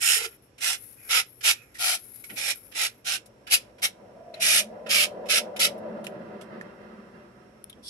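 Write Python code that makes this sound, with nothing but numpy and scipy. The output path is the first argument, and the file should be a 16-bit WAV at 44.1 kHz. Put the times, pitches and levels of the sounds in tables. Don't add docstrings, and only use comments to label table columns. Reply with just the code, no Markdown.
import sys
import numpy as np
from scipy import signal
from scipy.fft import rfft, irfft, next_fast_len
from scipy.io import wavfile
from scipy.ndimage import uniform_filter1d

SR = 44100
rng = np.random.default_rng(int(sys.argv[2]) if len(sys.argv) > 2 else 0)


def to_wav(s):
    ch = np.atleast_2d(s).T
    pcm = np.round(np.clip(ch, -1, 1) * 32767)
    wavfile.write(sys.argv[1], SR, pcm.astype(np.int16))


N = 347949
TIME = np.arange(N) / SR
TOUCH_SAMPLES = SR // 4
BRUSH_ONSET_S, BRUSH_FADE_DB_PER_S = .015, 299.5


def from_db(db):
    return 10 ** (np.asarray(db) / 20)


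def rms_one(x):
    return x / np.sqrt(np.mean(x ** 2) + 1e-20)


def freqs(n):
    return np.maximum(np.arange(n // 2 + 1) * SR / n, 1)


def at_hz(points, hz):
    f, value = np.transpose(points)
    return np.interp(np.log(hz), np.log(f), value)


def bell(hz, centre_hz, width):
    return 1 / (1 + (2 * (hz - centre_hz) / (width * centre_hz)) ** 2)


def panned(x, pan_db):
    return x * from_db([[pan_db / 2], [-pan_db / 2]])


def add(out, x, start_s):
    i = max(int(start_s * SR), 0)
    out[:, i:i + x.shape[1]] += x[:, :max(N - i, 0)]


def dying_noise(t60, size=16384):
    cloud = rng.standard_normal((2, size)) * from_db(-60 * np.arange(size) / SR / t60)
    return cloud / np.sqrt(np.sum(cloud ** 2) / 2)


def judder(n, depth_db, rate_hz):
    slow = irfft(rfft(rng.standard_normal(n)) / (1 + (freqs(n) / rate_hz) ** 2), n)
    return from_db(depth_db * rms_one(slow))


def gesture(t, start_s, end_s, attack_s, release_db_per_s, growth_db=0, arch_db=0):
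    along = np.clip((t - start_s) / (end_s - start_s), 0, 1) - .5
    hold_db = growth_db * along - arch_db * (2 * along) ** 2
    release_db = release_db_per_s * np.maximum(t - end_s, 0)
    return np.clip((t - start_s) / attack_s, 0, 1) * from_db(hold_db - release_db)


def diffuse(spectrum):
    # frequency in Hz, left-right level difference in dB.
    side_balance = [(60, -3), (110, 0.5), (200, -1.5), (380, -0.5), (700, 3.5), (1290, -4.5), (2380, -9.5),
                    (4400, 1), (8120, -7.5), (15000, 13)]
    # frequency in Hz, likeness of left and right from 0 to 1.
    side_likeness = [(60, 1), (130, 0.94), (290, 0.91), (640, 0.32), (1410, 0.01), (3100, 0.04),
                     (6820, 0.03), (15000, 0.01)]
    n = next_fast_len(N)
    hz = freqs(n)
    mid, side = rfft(rng.standard_normal((2, n)))
    alike = np.clip(at_hz(side_likeness, hz), 0, 1)
    sign = np.array([[1], [-1]])
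    both = np.sqrt(1 + alike) * mid + sign * np.sqrt(1 - alike) * side
    colour_db = at_hz(spectrum, hz) + sign * at_hz(side_balance, hz) / 2
    return rms_one(irfft(both * from_db(colour_db), n)[:, :N])


def wavering(hz, width_hz, size=8192):
    shake_hz = np.arange(size // 2 + 1) * SR / N
    shake = irfft(rfft(rng.standard_normal((2, size))) / (1 + (shake_hz / width_hz) ** 4))
    a, b = (np.interp(TIME, np.linspace(0, N / SR, size), part) for part in shake)
    phase = 2 * np.pi * np.cumsum(hz * np.ones(N)) / SR
    return rms_one(a * np.cos(phase) + b * np.sin(phase))


def glides(rows, width_hz, attack_s, release_db_per_s):
    out = np.zeros(N)
    for start_s, end_s, db, first_hz, last_hz in rows:
        hz = np.interp(TIME, [start_s, end_s], [first_hz, last_hz])
        swell = gesture(TIME, start_s, end_s, attack_s, release_db_per_s)
        out += from_db(db) * swell * wavering(hz, width_hz)
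    return out


def rasp(n, colour_db, catches_per_s=5000, spread_db=4.5, ring_t60=.035, ring_db=3.5, lag_s=.00018,
         shift_db=3.5, ring_db_per_octave=1.5, count=3):
    # frequency in Hz, relative level in dB per Hz.
    left_colour, right_colour = [(330, -24.5), (720, -6.5), (1100, -17.5), (1440, 0.5), (2020, -3.5),
                                 (3060, 1), (5110, -0.7), (6930, -6.5), (8830, -18), (10320, 3), (11730, 0),
                                 (13370, -22.5), (15500, -29)], [(330, -19.5), (820, -9), (1080, -11), (1330, 2.54),
                                                    (2570, 10.5), (4590, -3.5), (5340, 6), (6540, -5),
                                                    (9030, -0.5), (10030, -23), (11330, -12), (12070, -17),
                                                    (12890, -37), (15500, -24.5)]
    # frequency in Hz, boost in dB.
    mesh_modes = [(516, 10), (861, 5.5), (1076, 0), (1378, 7.5), (2454, -0.5), (3014, 1), (3875, 2.5),
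                  (5512, 1), (7149, 4.5), (8527, 5), (10206, 1.5), (11025, 0)]
    hz, sound = freqs(n), 0
    direct = np.exp(2j * np.pi * hz * np.array([[lag_s], [0]]))
    ringing = from_db(ring_db + ring_db_per_octave * np.log2(np.maximum(hz / 2000, 1)))
    for spot in range(count):
        sizes = from_db(spread_db * np.minimum(rng.exponential(1, n), 4)) * rng.choice([-1, 1], n)
        load = np.minimum(judder(n, depth_db=shift_db, rate_hz=15), 2)
        catches = load * sizes * (rng.random(n) < catches_per_s / SR)
        paths = direct + ringing * rfft(dying_noise(ring_t60, size=2048), n)
        sound = sound + rfft(catches) * paths
    modes_db = sum(db * bell(hz, f, width=0.056) for f, db in mesh_modes)
    sides_db = np.array([at_hz(left_colour, hz), at_hz(right_colour, hz)])
    low_cut = 1 / (1 + (300 / hz) ** 4)
    sound = irfft(sound * low_cut * from_db(sides_db + modes_db + colour_db), n)
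    power = uniform_filter1d(np.mean(sound ** 2, axis=0), size=900, mode="wrap")
    return sound / np.sqrt(power + 1e-20)


def touch(colour_db, rise_s, t60):
    t = np.arange(TOUCH_SAMPLES) / SR
    swell = np.minimum(t / max(rise_s, 1 / SR), 1) * from_db(-60 * t / t60)
    return rasp(TOUCH_SAMPLES, colour_db) * swell


def room_tone(level_db=-59, peak_width=0.062):
    # frequency in Hz, relative level in dB per Hz.
    murmur = [(20, -34.5), (55, -2), (85, -7), (120, 2.5), (160, -11), (230, -5.5), (480, -6), (750, -16),
              (1800, -22), (2500, -22.5), (4400, -30.5), (9600, -35), (11500, -30), (13500, -58)]
    # frequency in Hz, boost in dB.
    peaks = [(5500, 14), (8700, 3)]
    hz = np.geomspace(20, SR / 2, num=512)
    spectrum_db = at_hz(murmur, hz) + sum(db * bell(hz, f, peak_width) for f, db in peaks)
    return from_db(level_db) * diffuse(np.column_stack([hz, spectrum_db]))


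def strokes(gain_db=0.22, drum_hz=760, drum_ring_db=2.5, bite_s=0.028, lift_off_db_per_s=699.5):
    # start in seconds, lift in seconds, level halfway in dB before the common gain, growth from
    # start to lift in dB, arch of the middle over the ends in dB, drum of the mesh in dB, body of the card
    # in dB, brightness in dB, card ring in Hz, card ring in dB, left-right difference in dB.
    sweeps = [(0, .18, -19.5, 3.5, 6, -3.5, -3, 5.5, 1880, 6, -4),
              (0.177, 0.256, -31.5, -7.5, -6, 4.5, -0.5, 1, 2400, 4, -2),
              (0.601, 0.749, -23.5, 0.5, 8, .5, -1.5, 1.5, 2640, 1.5, -2.5),
              (1.087, 1.201, -19, 6, 5, 3.5, -4.5, -2, 1304, 8.5, -0.5),
              (1.425, 1.514, -18, 9, 5, 0, -4, 0.5, 1270, 3, 0),
              (1.78, 1.953, -22.5, 6.5, 6.5, 5.5, -2, 1.5, 4500, 3.5, 3),
              (2.356, 2.513, -29.5, 7, -3, 1.5, -3, -0.5, 1740, 1, -1),
              (2.735, 2.867, -25, 16, 8.5, 4.5, -6, -1.5, 3350, -1, -0.5),
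              (3.043, 3.159, -26, 5.5, 4, 1, -7, -2, 1545, 13, -1),
              (3.496, 3.549, -18, 14.5, 4, -1.5, -10.5, 2, 4750, 4.5, 2.5),
              (3.818, 3.855, -19, -2.5, -1, 0.5, -5.5, 0.5, 5600, 2.5, 2.5),
              (4.398, 4.6, -18, 5, 3.5, -7, -8.5, -0.5, 1240, 12.5, 1.5),
              (4.887, 5.044, -18, 3.5, 4.5, -7, -9, -2.5, 1240, 14, 1),
              (5.285, 5.382, -19.5, -0.5, -2.5, -10, -9.5, -3, 1295, 14, 0.5),
              (5.591, 5.658, -19, -6.5, -5, -11, -11, -3, 1300, 14, 1)]
    out, n = np.zeros((2, N)), SR // 2
    hz, t = freqs(n), np.arange(n) / SR
    for start_s, lift_s, db, growth_db, arch_db, drum_db, body_db, bright_db, ring_hz, ring_db, pan_db in sweeps:
        tilt = [(800, drum_db), (1500, body_db), (2300, 0.0038), (5000, 0.005), (8500, bright_db)]
        card_ring_db = ring_db * bell(hz, ring_hz, width=0.084)
        mesh_ring_db = drum_ring_db * bell(hz, drum_hz, width=.15)
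        colour_db = at_hz(tilt, hz) + card_ring_db + mesh_ring_db
        hold = gesture(start_s + t, start_s, lift_s, bite_s, lift_off_db_per_s, growth_db, arch_db)
        pressure = from_db(db) * hold * judder(n, depth_db=.5, rate_hz=23)
        add(out, panned(rasp(n, colour_db) * pressure, pan_db), start_s)
    return from_db(gain_db) * out


def mesh_hum():
    # start in seconds, end in seconds, level in dB, first pitch in Hz, last pitch in Hz.
    hums = [(.155, .265, -46.5, 477, 414)]
    return glides(hums, width_hz=60, attack_s=0.015, release_db_per_s=298)


def brushing(hiss_pan_db=4.5):
    # start in seconds, end in seconds, hiss in dB, rub in dB, growth from start to end in dB.
    returns = [(0.265, 0.342, -53, -59.5, -9), (0.419, 0.44, -59.5, -82, -7),
               (0.757, 0.932, -49, -65.5, -3), (0.959, 1.09, -52.5, -59, 13),
               (1.253, 1.412, -56.5, -82, -4), (1.553, 1.742, -65.5, -62, -9), (1.977, 2.08, -48, -64, -4),
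               (2.082, 2.35, -49, -66, 5.5), (2.539, 2.717, -53, -66, -8), (2.887, 2.992, -67, -67, -6)]
    # frequency in Hz, relative level in dB per Hz.
    thin_hiss = [(1500, -37.5), (6000, -24.5), (8500, -16.5), (10400, -8), (11800, -7.5), (12500, -3.5),
                 (16000, -2)]
    # frequency in Hz, boost in dB.
    whistles = [(10450, 1), (11450, 6.5)]
    out, n = np.zeros((2, N)), SR // 2
    hz, t = freqs(n), np.arange(n) / SR
    hiss_colour = at_hz(thin_hiss, hz) + sum(db * bell(hz, f, width=.025) for f, db in whistles)
    rub_colour = at_hz([(1000, 6.5), (2200, 6.5), (3500, -12), (7000, 1.0), (10000, -22)], hz)
    for start_s, end_s, hiss_db, rub_db, growth_db in returns:
        hiss = from_db(hiss_db) * panned(rasp(n, hiss_colour), hiss_pan_db)
        rub = from_db(rub_db) * rasp(n, rub_colour)
        pressure = gesture(start_s + t, start_s, end_s, BRUSH_ONSET_S, BRUSH_FADE_DB_PER_S, growth_db)
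        add(out, (hiss + rub) * pressure * judder(n, depth_db=2.0, rate_hz=32), start_s)
    return out


def taps(gain_db=-15.0, usual_dull_db=-11.5, pan_share=0.2, rise_s=0.0054):
    # middle of the rise in seconds, level in dB before the common gain, dullness in dB before
    # the usual is subtracted, left-right difference in dB before the pan share, 60 dB decay in seconds.
    landings = [(0.323, -41, 6, -6, 0.15), (0.5816, -31, -12, -5.5, 0.35), (0.876, -46, -35.5, 15, 0.078),
                (1.4102, -22.5, -9.5, 0, 0.12), (1.7436, -35.5, -19, -8, 1), (2.242, -26.5, -23, -13, 0.1),
                (2.2974, -24.5, 9, -9, 0.16), (2.5167, -26, -3, -3.5, 0.035), (2.7167, -31.5, -4, -8, 0.44),
                (3.2596, -29.5, -24.5, 19, 0.064), (3.469, -24, 0, 3, 0.46), (3.784, -35.5, -3, -0.5, 0.19),
                (4.3391, -32.5, 4, 6.5, 0.51), (4.8634, -23.5, 4, 4, 0.4), (5.2573, -32, -6.5, -5, 0.36),
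                (5.5647, -12.5, -3, 21, 0.076)]
    out, hz = np.zeros((2, N)), freqs(TOUCH_SAMPLES)
    for s, level_db, dull_db, pan_db, t60 in landings:
        colour_db = at_hz([(2500, dull_db - usual_dull_db), (8000, 0)], hz)
        tap = from_db(level_db + gain_db) * touch(colour_db, rise_s, t60)
        add(out, panned(tap, pan_share * pan_db), s - rise_s / 2)
    return out


def squeaks():
    # start in seconds, end in seconds, level in dB before panning, first pitch in Hz, last in Hz.
    chirps = [(.97, 1.09, -66, 2537, 2230), (1.53, 1.61, -58.5, 2340, 2510)]
    return panned(glides(chirps, width_hz=150, attack_s=.02, release_db_per_s=259), pan_db=-14.0)


def clicks():
    # start in seconds, level in dB, ring in Hz, ring boost in dB, left-right difference in dB,
    # rise in seconds, 60 dB decay in seconds.
    flicks = [(1.747, -43, 1830, 22, 6, .004, 0.36), (2.238, -36.5, 2200, 19, 1, .0033, 0.071),
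              (2.298, -37, 2000, 21.5, -5.5, 0.0015, 0.062), (4.341, -39.5, 4030, 24, 12, .002, .05),
              (4.343, -45, 2610, 22, 1, 0.0018, 0.05), (5.778, -51.5, 11040, 7, 2, .004, 0.062),
              (6.041, -41, 5260, -7, 7, 0.0042, 0.14), (6.067, -27, 2950, 11, 1, 0.0013, 0.036),
              (6.41, -42.5, 3200, 2.5, -1, 0.0034, 0.089), (6.611, -34.5, 1810, 22.5, 2, .0012, 0.049),
              (7.6415, -29, 10850, 27.5, 3, .0004, 0.0099), (7.696, -40, 10800, 18, 5, 0.0022, .04),
              (7.697, -42, 3530, 25, 5, .002, 0.056), (7.728, -39.5, 3320, 31, 4.5, .001, 0.03)]
    out, hz = np.zeros((2, N)), freqs(TOUCH_SAMPLES)
    for s, db, ring_hz, ring_db, pan_db, rise_s, t60 in flicks:
        click = from_db(db) * touch(ring_db * bell(hz, ring_hz, width=0.23), rise_s, t60)
        add(out, panned(click, pan_db), s)
    return out


def thumps(t60=.22, rise_s=0.027):
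    # start in seconds, level in dB from which the decay sets out.
    nudges = [(2.299, -40), (2.324, -54), (7.755, -44.5)]
    # frequency in Hz, relative level in dB per Hz.
    knock_colour = [(25, -40), (60, -22), (120, -11), (230, -6.5), (400, -10.5), (700, -16), (4000, -78)]
    swell = np.zeros(N)
    for s, db in nudges:
        decay_db = 60 * np.maximum(TIME - s, 0) / t60
        swell += np.clip((TIME - s) / rise_s, 0, 1) * from_db(db - decay_db)
    return swell * diffuse(knock_colour)


def passing(loudest_s, db, approach_db_per_s, retreat_db_per_s, rounding_s):
    away_s = np.hypot(TIME - loudest_s, rounding_s) - rounding_s
    return from_db(db - away_s * np.where(TIME < loudest_s, approach_db_per_s, retreat_db_per_s))


def car(boom_hz=221, room_t60=0.13):
    # frequency in Hz, relative level in dB per Hz.
    rumble_colour, roar_colour, tyre_colour = [(30, -46.5), (80, -26), (135, -10), (185, -3.5), (230, 2),
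                                               (290, -11.5), (362, -1), (420, -3.5), (520, -45.5),
                                               (1500, -82)], [(120, -66.5), (330, -19.5), (440, -3),
                                                               (520, 1.5), (610, 1), (730, 3.5),
                                                               (850, -9.5), (1000, -8), (1300, -30.5),
                                                               (4000, -77.5)], [(250, -60.5), (700, -9.5),
                                                                             (1050, -1), (1500, -5),
                                                                             (1800, -7.5), (2200, -13),
                                                                             (3000, -20.5), (5000, -29.5),
                                                                             (9000, -68.5)]
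    # loudest moment in seconds, level in dB before the rounding, approach in dB per second,
    # retreat in dB per second, rounding of the top in seconds.
    rumble_pass, roar_pass = (6, -44.5, 9, 10.5, 0.36), (5.5, -39, 11.5, 12, 0.33)
    tyre_pass, boom_pass = (6.5, -51.5, 7.5, 20.5, 0.8), (6, -40, 20.5, 30, -0.27)
    # start in seconds, end in seconds, level in dB.
    boom_swells = [(4.607, 4.72, -46), (6.853, 6.957, -52)]
    rumble = diffuse(rumble_colour) * passing(*rumble_pass)
    roar = diffuse(roar_colour) * passing(*roar_pass)
    street = rumble + roar + diffuse(tyre_colour) * passing(*tyre_pass)
    street = street * judder(next_fast_len(N), depth_db=1.5, rate_hz=12)[:N]
    modes = signal.fftconvolve(street, dying_noise(room_t60)[:1], axes=1)[:, :N]
    indoors = (street + modes) / np.sqrt(2)
    boom_gain = passing(*boom_pass)
    for start_s, end_s, db in boom_swells:
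        boom_gain += from_db(db) * gesture(TIME, start_s, end_s, attack_s=.035, release_db_per_s=79.5)
    return indoors + boom_gain * wavering(boom_hz, width_hz=10) + tyre_song()


def tyre_song(middle_hz=653, swing=.075, middle_s=4.3, glide_s=.55, width_hz=60):
    # start in seconds, end in seconds, level in dB.
    start_s, end_s, db = (4.075, 6.06, -45.5)
    hz = middle_hz * (1 - swing * np.tanh((TIME - middle_s) / glide_s))
    swell = gesture(TIME, start_s, end_s, attack_s=0.24, release_db_per_s=27)
    return from_db(db) * swell * wavering(hz, width_hz)


def slide():
    # start in seconds, end in seconds, level halfway in dB, growth in dB.
    start_s, end_s, db, growth_db = (7.823, 7.886, -46.5, 18)
    # frequency in Hz, relative level in dB per Hz.
    bench_colour = [(1000, -33), (2900, -18), (3400, 6), (3900, -7), (4500, 5), (5600, 0.5), (6500, -13),
                    (9000, -1), (12000, -7), (16000, -16)]
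    out = np.zeros((2, N))
    add(out, rasp(TOUCH_SAMPLES, at_hz(bench_colour, freqs(TOUCH_SAMPLES))), start_s)
    push = gesture(TIME, start_s, end_s, BRUSH_ONSET_S, BRUSH_FADE_DB_PER_S, growth_db)
    return from_db(db) * out * push


def room(x, t60=0.2, wet_db=-18.5, wall_hz=7000, gap_s=.006):
    tail = signal.sosfilt(signal.butter(1, wall_hz, fs=SR, output="sos"), dying_noise(t60))
    tail = np.pad(tail, ((0, 0), (int(gap_s * SR), 0)))
    return x + from_db(wet_db) * signal.fftconvolve(x, tail, axes=1)[:, :N]


def scene():
    card = strokes() + mesh_hum() + brushing() + taps() + squeaks() + clicks() + slide()
    return room(card) + thumps() + car() + room_tone()


def record(dry, low_cut_hz=32, top_cut_hz=15650):
    dry = signal.sosfilt(signal.butter(2, low_cut_hz, "high", fs=SR, output="sos"), dry)
    return signal.sosfilt(signal.ellip(12, .1, 90, top_cut_hz, fs=SR, output="sos"), dry)


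dry = scene()
out = record(dry)
to_wav(out)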